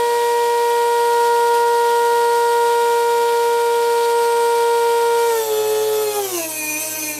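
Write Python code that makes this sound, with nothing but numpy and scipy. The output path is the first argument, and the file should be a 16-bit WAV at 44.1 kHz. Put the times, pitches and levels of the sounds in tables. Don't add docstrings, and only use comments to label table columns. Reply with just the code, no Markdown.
import sys
import numpy as np
from scipy import signal
from scipy.fft import rfft, irfft, next_fast_len
from scipy.io import wavfile
from scipy.ndimage import uniform_filter1d, map_coordinates

SR = 44100
rng = np.random.default_rng(int(sys.argv[2]) if len(sys.argv) > 2 else 0)


def master_out(mix):
    frames = np.transpose(np.atleast_2d(mix))
    ceiling = np.clip(frames, -1, 1)
    pcm = np.round(ceiling * 32767).astype(np.int16)
    wavfile.write(sys.argv[1], SR, pcm)


N = 317079
TIME_S = np.arange(N) / SR
FREE_HZ, LIGHT_BITE_HZ, DEEP_BITE_HZ = 467, 432, 323
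RIPPLE_HZ = 120


def from_db(db):
    return 10 ** (np.asarray(db) / 20)


def unit_rms(x):
    return x / np.sqrt(np.mean(np.abs(x) ** 2) + 1e-20)


def drift(rate_hz):
    hop = 40
    pole = np.exp(-2 * np.pi * rate_hz * hop / SR)
    noise = rng.standard_normal(N // hop + 2002)
    slow = signal.lfilter([1], [1, -2 * pole, pole * pole], noise)[2000:]
    return np.interp(np.arange(N) / hop, np.arange(len(slow)), unit_rms(slow))


def coloured(x, spectrum):
    size = next_fast_len(N)
    freq_hz, gain_db = np.transpose(spectrum)
    bins_hz = np.maximum(np.arange(size // 2 + 1) * SR / size, 1)
    gain = from_db(np.interp(np.log(bins_hz), np.log(freq_hz), gain_db))
    return unit_rms(irfft(rfft(x, size) * gain, size)[..., :N])


def resonance(x, centre_hz, width_hz):
    radius = np.exp(-np.pi * width_hz / SR)
    feedback = [1, -2 * radius * np.cos(2 * np.pi * centre_hz / SR), radius ** 2]
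    return signal.lfilter(np.array([1, 0, -1]) * (1 - radius ** 2) / 2, feedback, x)


def bells_db(bells, pitch_hz):
    return sum(gain_db * 0.5 ** np.minimum((2 * (pitch_hz - centre_hz) / width_hz) ** 2, 20)
               for centre_hz, width_hz, gain_db in bells)


def stereo(pair, side_db=-25):
    return pair[0] + from_db(side_db) * pair[1] * np.array([[1], [-1]])


def mains_ripple(amount):
    return 1 + amount * np.cos(2 * np.pi * RIPPLE_HZ * TIME_S)


def room(x, t60_s=0.68, tail_db=0.5):
    age_s = np.arange(SR // 2) / SR
    tail = rng.standard_normal(len(age_s)) * from_db(-60 * age_s / t60_s) * (age_s > 0.003)
    tail = tail / np.sqrt(np.sum(tail ** 2))
    return x + from_db(tail_db) * signal.fftconvolve(x, tail[None], axes=1)[:, :N]


def stator_buzz(load, free_db=-61.5, loaded_db=-52, octave_db=-61, waver_db=1.5):
    phase = 2 * np.pi * RIPPLE_HZ * TIME_S
    level_db = free_db + load * (loaded_db - free_db) + waver_db * drift(4.6)
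    return np.sqrt(2) * (from_db(level_db) * np.sin(phase) + from_db(octave_db) * np.sin(2 * phase))


# freq_hz, gain_db
AIR_SPECTRUM = [(30, -21), (100, -10.5), (170, -10.5), (230, -1.5), (400, -0.5), (1300, 1), (2100, 1),
                (3150, 3.5), (4600, 2), (5300, 2), (6800, -2.5), (7600, 0), (9700, -1.5), (12900, -2),
                (15500, -18)]
# centre_hz, width_hz, gain_db
VENT_BANDS = [(3250, 300, -15), (4430, 230, -13.5)]


def fan_air(speed_hz, turns, free_db=-33, flutter_db=0.8, flicker_db=3):
    per_turn = 1 + 0.11 * np.cos(2 * np.pi * turns)
    pulsing = mains_ripple(0.08) * per_turn * from_db(flutter_db * drift(23))
    hiss = coloured(rng.standard_normal((2, N)) * pulsing, AIR_SPECTRUM)
    for centre_hz, width_hz, gain_db in VENT_BANDS:
        gain = from_db(gain_db + flicker_db * drift(12))
        hiss += gain * unit_rms(resonance(rng.standard_normal((2, N)), centre_hz, width_hz))
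    return from_db(free_db) * (speed_hz / FREE_HZ) ** 3.3 * stereo(hiss)


# start_s, hold_s, pitch_hz, width_hz, level_db
WIRE_SLIPS = [(5.34, .2, 12200, 260, -36), (5.55, .5, 12300, 350, -43), (6.52, .24, 8560, 70, -37),
              (6.79, .08, 8520, 50, -32)]


def wire_shrieks(attack_s=0.018, release_s=0.026):
    out = 0
    for start_s, hold_s, pitch_hz, width_hz, level_db in WIRE_SLIPS:
        attack = np.clip((TIME_S - start_s) / attack_s, 0, 1)
        release = np.exp(-np.maximum(TIME_S - start_s - hold_s, 0) / release_s)
        band = resonance(rng.standard_normal(N), pitch_hz, width_hz)
        ring = unit_rms(resonance(band, pitch_hz, width_hz))
        out += from_db(level_db) * attack * release * ring
    return out


def rim_grit(turns, wear_turns=12.2, lasting_db=-3, rim_points=96):
    fresh = rng.standard_normal((int(N / SR * 520), rim_points))
    wearing = unit_rms(signal.lfilter([1], [1, -np.exp(-1 / wear_turns)], fresh, axis=0))
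    lasting = unit_rms(irfft(np.exp(2j * np.pi * rng.random(rim_points // 2 + 1))))
    rim = (wearing + from_db(lasting_db) * lasting).ravel()
    return unit_rms(map_coordinates(rim, [turns * rim_points], order=3, mode="nearest"))


# time_s, level_db
FEED_CURVE = [(4.9, -68), (5.2, -35), (5.37, -30.5), (5.45, -32), (5.9, -33), (6.14, -28), (6.29, -28.5),
              (6.38, -25), (6.47, -30.5), (6.54, -28.5), (6.9, -28), (7.12, -28), (7.19, -33)]
# freq_hz, gain_db
SCRAPE_SPECTRUM = [(40, -51), (300, 4), (1000, -2), (1600, -7), (2600, -1.5), (3300, -7.5), (5000, -5),
                   (7000, 1), (9300, -2.5), (11500, 0), (13300, -6), (14600, -4), (15600, -15)]
# centre_hz, width_hz, light_bite_db, deep_bite_db
DISC_MODES = [(4210, 590, -16, 4), (5820, 140, 10.5, 3), (6190, 150, 1, 12.5), (7540, 250, 3, -23),
              (8370, 51, -3, 1), (8970, 150, 10, 9), (9740, 320, -28, 7), (10880, 200, -5, 11),
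              (12250, 250, 6, 15.5), (12450, 120, 12.5, 20)]


def disc_scrape(turns, depth, chips_db=-8, chatter_db=0.9, ring_light_db=-4.5, ring_deep_db=-7):
    grit = np.array([rim_grit(turns) for _ in range(2)])
    highpass = signal.butter(1, 9000, "high", fs=SR, output="sos")
    chips = signal.sosfilt(highpass, rng.standard_normal((2, N)))
    contact = (grit + from_db(chips_db) * chips) * from_db(chatter_db * drift(24))
    contact *= mains_ripple(0.45 - 0.12 * depth)
    scrape = coloured(room(contact), SCRAPE_SPECTRUM)
    ring = sum(from_db(light_db + depth * (deep_db - light_db)) * resonance(scrape, centre_hz, width_hz)
               for centre_hz, width_hz, light_db, deep_db in DISC_MODES)
    ring_db = ring_light_db + depth * (ring_deep_db - ring_light_db)
    level_db = np.interp(TIME_S, *np.transpose(FEED_CURVE))
    return from_db(level_db) * stereo(unit_rms(scrape + from_db(ring_db) * ring))


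# centre_hz, width_hz, gain_db
ROOM_AND_JIG_RESPONSE = [(300.2, 5.0, -10.1), (312.0, 9.7, -12.7), (324.6, 5.5, -9.7), (348.8, 17.4, 4.7),
                         (372.6, 14.2, -13.1), (416.7, 4.5, -8.0), (439.5, 8.0, -7.5), (466.5, 10.0, 2.6),
                         (654.7, 57.5, 15.1), (816.7, 33.8, 8.0), (943.3, 6.0, 3.1), (1421.5, 5.2, -6.9),
                         (1891.8, 16.5, 7.4), (2359.2, 4.5, -8.8)]
# centre_hz, width_hz, gain_db, onset_speed_hz
WIRE_MODES = [(1815.0, 70.0, 7.0, 467), (2442.0, 85.0, 13.5, 325), (8515.0, 90.0, 15.0, 330),
              (12272.1, 253.0, 13.9, 467)]


def gliding_tone_gain(order, speed_hz, grip_span_hz=9, hop=20):
    coarse_hz = speed_hz[::hop]
    gripped = [(centre_hz, width_hz, gain_db * np.clip((onset_hz - coarse_hz) / grip_span_hz, 0, 1))
               for centre_hz, width_hz, gain_db, onset_hz in WIRE_MODES]
    pitch_hz = order * coarse_hz
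    total_db = bells_db(ROOM_AND_JIG_RESPONSE, pitch_hz) + bells_db(gripped, pitch_hz)
    return np.interp(TIME_S, TIME_S[::hop], from_db(total_db))


# order, free_db, light_bite_db, deep_bite_db
SHAFT_TONES = [(1, -19.5, -18, -28.5), (2, -21, -33, -43.5), (3, -32, -41.5, -43), (4, -41.5, -44.5, -68),
               (5, -41, -67, -53), (6, -51.5, -44.5, -51), (7, -49, -59, -76), (8, -48, -48.5, -43.5),
               (10, -52.5, -46, -59), (14, -65, -51, -47), (15, -52.5, -58, -57), (17, -59, -44.5, -64),
               (18, -43.5, -41, -60), (19, -57, -72, -47), (20, -50.5, -73, -47), (25, -73, -58, -51.0),
               (26, -54, -66, -55), (27, -58, -59, -56), (28, -63.1, -52, -51), (30, -83, -74, -54)]
# order, ripple_multiple, free_db, loaded_db
RIPPLE_SIDEBANDS = [(1, -1, -35, -31.5), (1, 1, -18, -13.5), (1, 2, -32, -28), (2, -2, -30, -14.5),
                    (2, -1, -28.5, -6.5), (2, 1, -23, -14), (2, 2, -38, -17), (3, -2, -21.5, -11.5),
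                    (3, -1, -28.5, -8), (3, 1, -17.5, -6), (4, -2, -12.5, -12), (4, 1, -37, -3),
                    (8, -1, -7, 1), (8, 1, -28, 3)]


def motor_whine(speed_hz, turns, load, depth, judder, wander_db=0.62, sideband_deep_db=-5):
    shaft_phase = 2 * np.pi * turns
    out, tones = 0, {}
    for order, free_db, light_db, deep_db in SHAFT_TONES:
        order = round(order)
        level_db = free_db + load * (light_db - free_db) + depth * (deep_db - light_db)
        level_db += wander_db * np.sqrt(order - 1) * drift(0.5)
        spread = (0.031 + 0.053 * load) * np.sqrt(order) + 0.37 * judder * np.log(order)
        waver = (1 + spread * (drift(17.3) + 1j * drift(12))) / np.sqrt(1 + 2 * spread ** 2)
        phase = order * shaft_phase + 2 * np.pi * rng.random()
        tones[order] = from_db(level_db) * waver * np.exp(1j * phase)
        out += gliding_tone_gain(order, speed_hz) * tones[order].real
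    for order, multiple, free_db, loaded_db in RIPPLE_SIDEBANDS:
        shift = np.exp(2j * np.pi * (round(multiple) * RIPPLE_HZ * TIME_S + rng.random()))
        gain_db = free_db + load * (loaded_db - free_db) + depth * sideband_deep_db
        out += from_db(gain_db) * (tones[round(order)] * shift).real
    return np.sqrt(2) * out


# time_s, speed_hz
SPEED_CURVE = [(0.0, 474.3), (1.325, 471.7), (2.495, 471.4), (5.28, 468.0), (5.41, 445.2), (5.515, 430.8),
               (5.6, 428.9), (5.87, 431.7), (6.02, 428.1), (6.185, 411.4), (6.295, 374.0), (6.41, 327.6),
               (6.505, 314.4), (6.585, 309.6), (6.625, 305.9), (6.755, 304.3), (6.825, 315.5),
               (6.96, 312.0), (7.19, 297.0)]


def scene(judder_hz_per_s=170):
    speed_hz = np.interp(TIME_S, *np.transpose(SPEED_CURVE))
    speed_hz = uniform_filter1d(speed_hz, size=1500, mode="nearest")
    load = np.clip((FREE_HZ - speed_hz) / (FREE_HZ - LIGHT_BITE_HZ), 0, 1)
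    depth = np.clip((LIGHT_BITE_HZ - speed_hz) / (LIGHT_BITE_HZ - DEEP_BITE_HZ), 0, 1)
    judder = np.tanh(np.abs(np.gradient(speed_hz)) * SR / judder_hz_per_s)
    tug = (0.0004 + 0.001 * depth) * drift(18)
    turns = np.cumsum(speed_hz * (1 + tug)) / SR
    whine = motor_whine(speed_hz, turns, load, depth, judder)
    background = stator_buzz(load) + fan_air(speed_hz, turns)
    return whine + background + disc_scrape(turns, depth) + wire_shrieks()


def record(dry, cutoff_hz=15700):
    return signal.sosfilt(signal.ellip(10, 0.2, 80, cutoff_hz, fs=SR, output="sos"), dry)


dry = scene()
out = record(dry)
master_out(out)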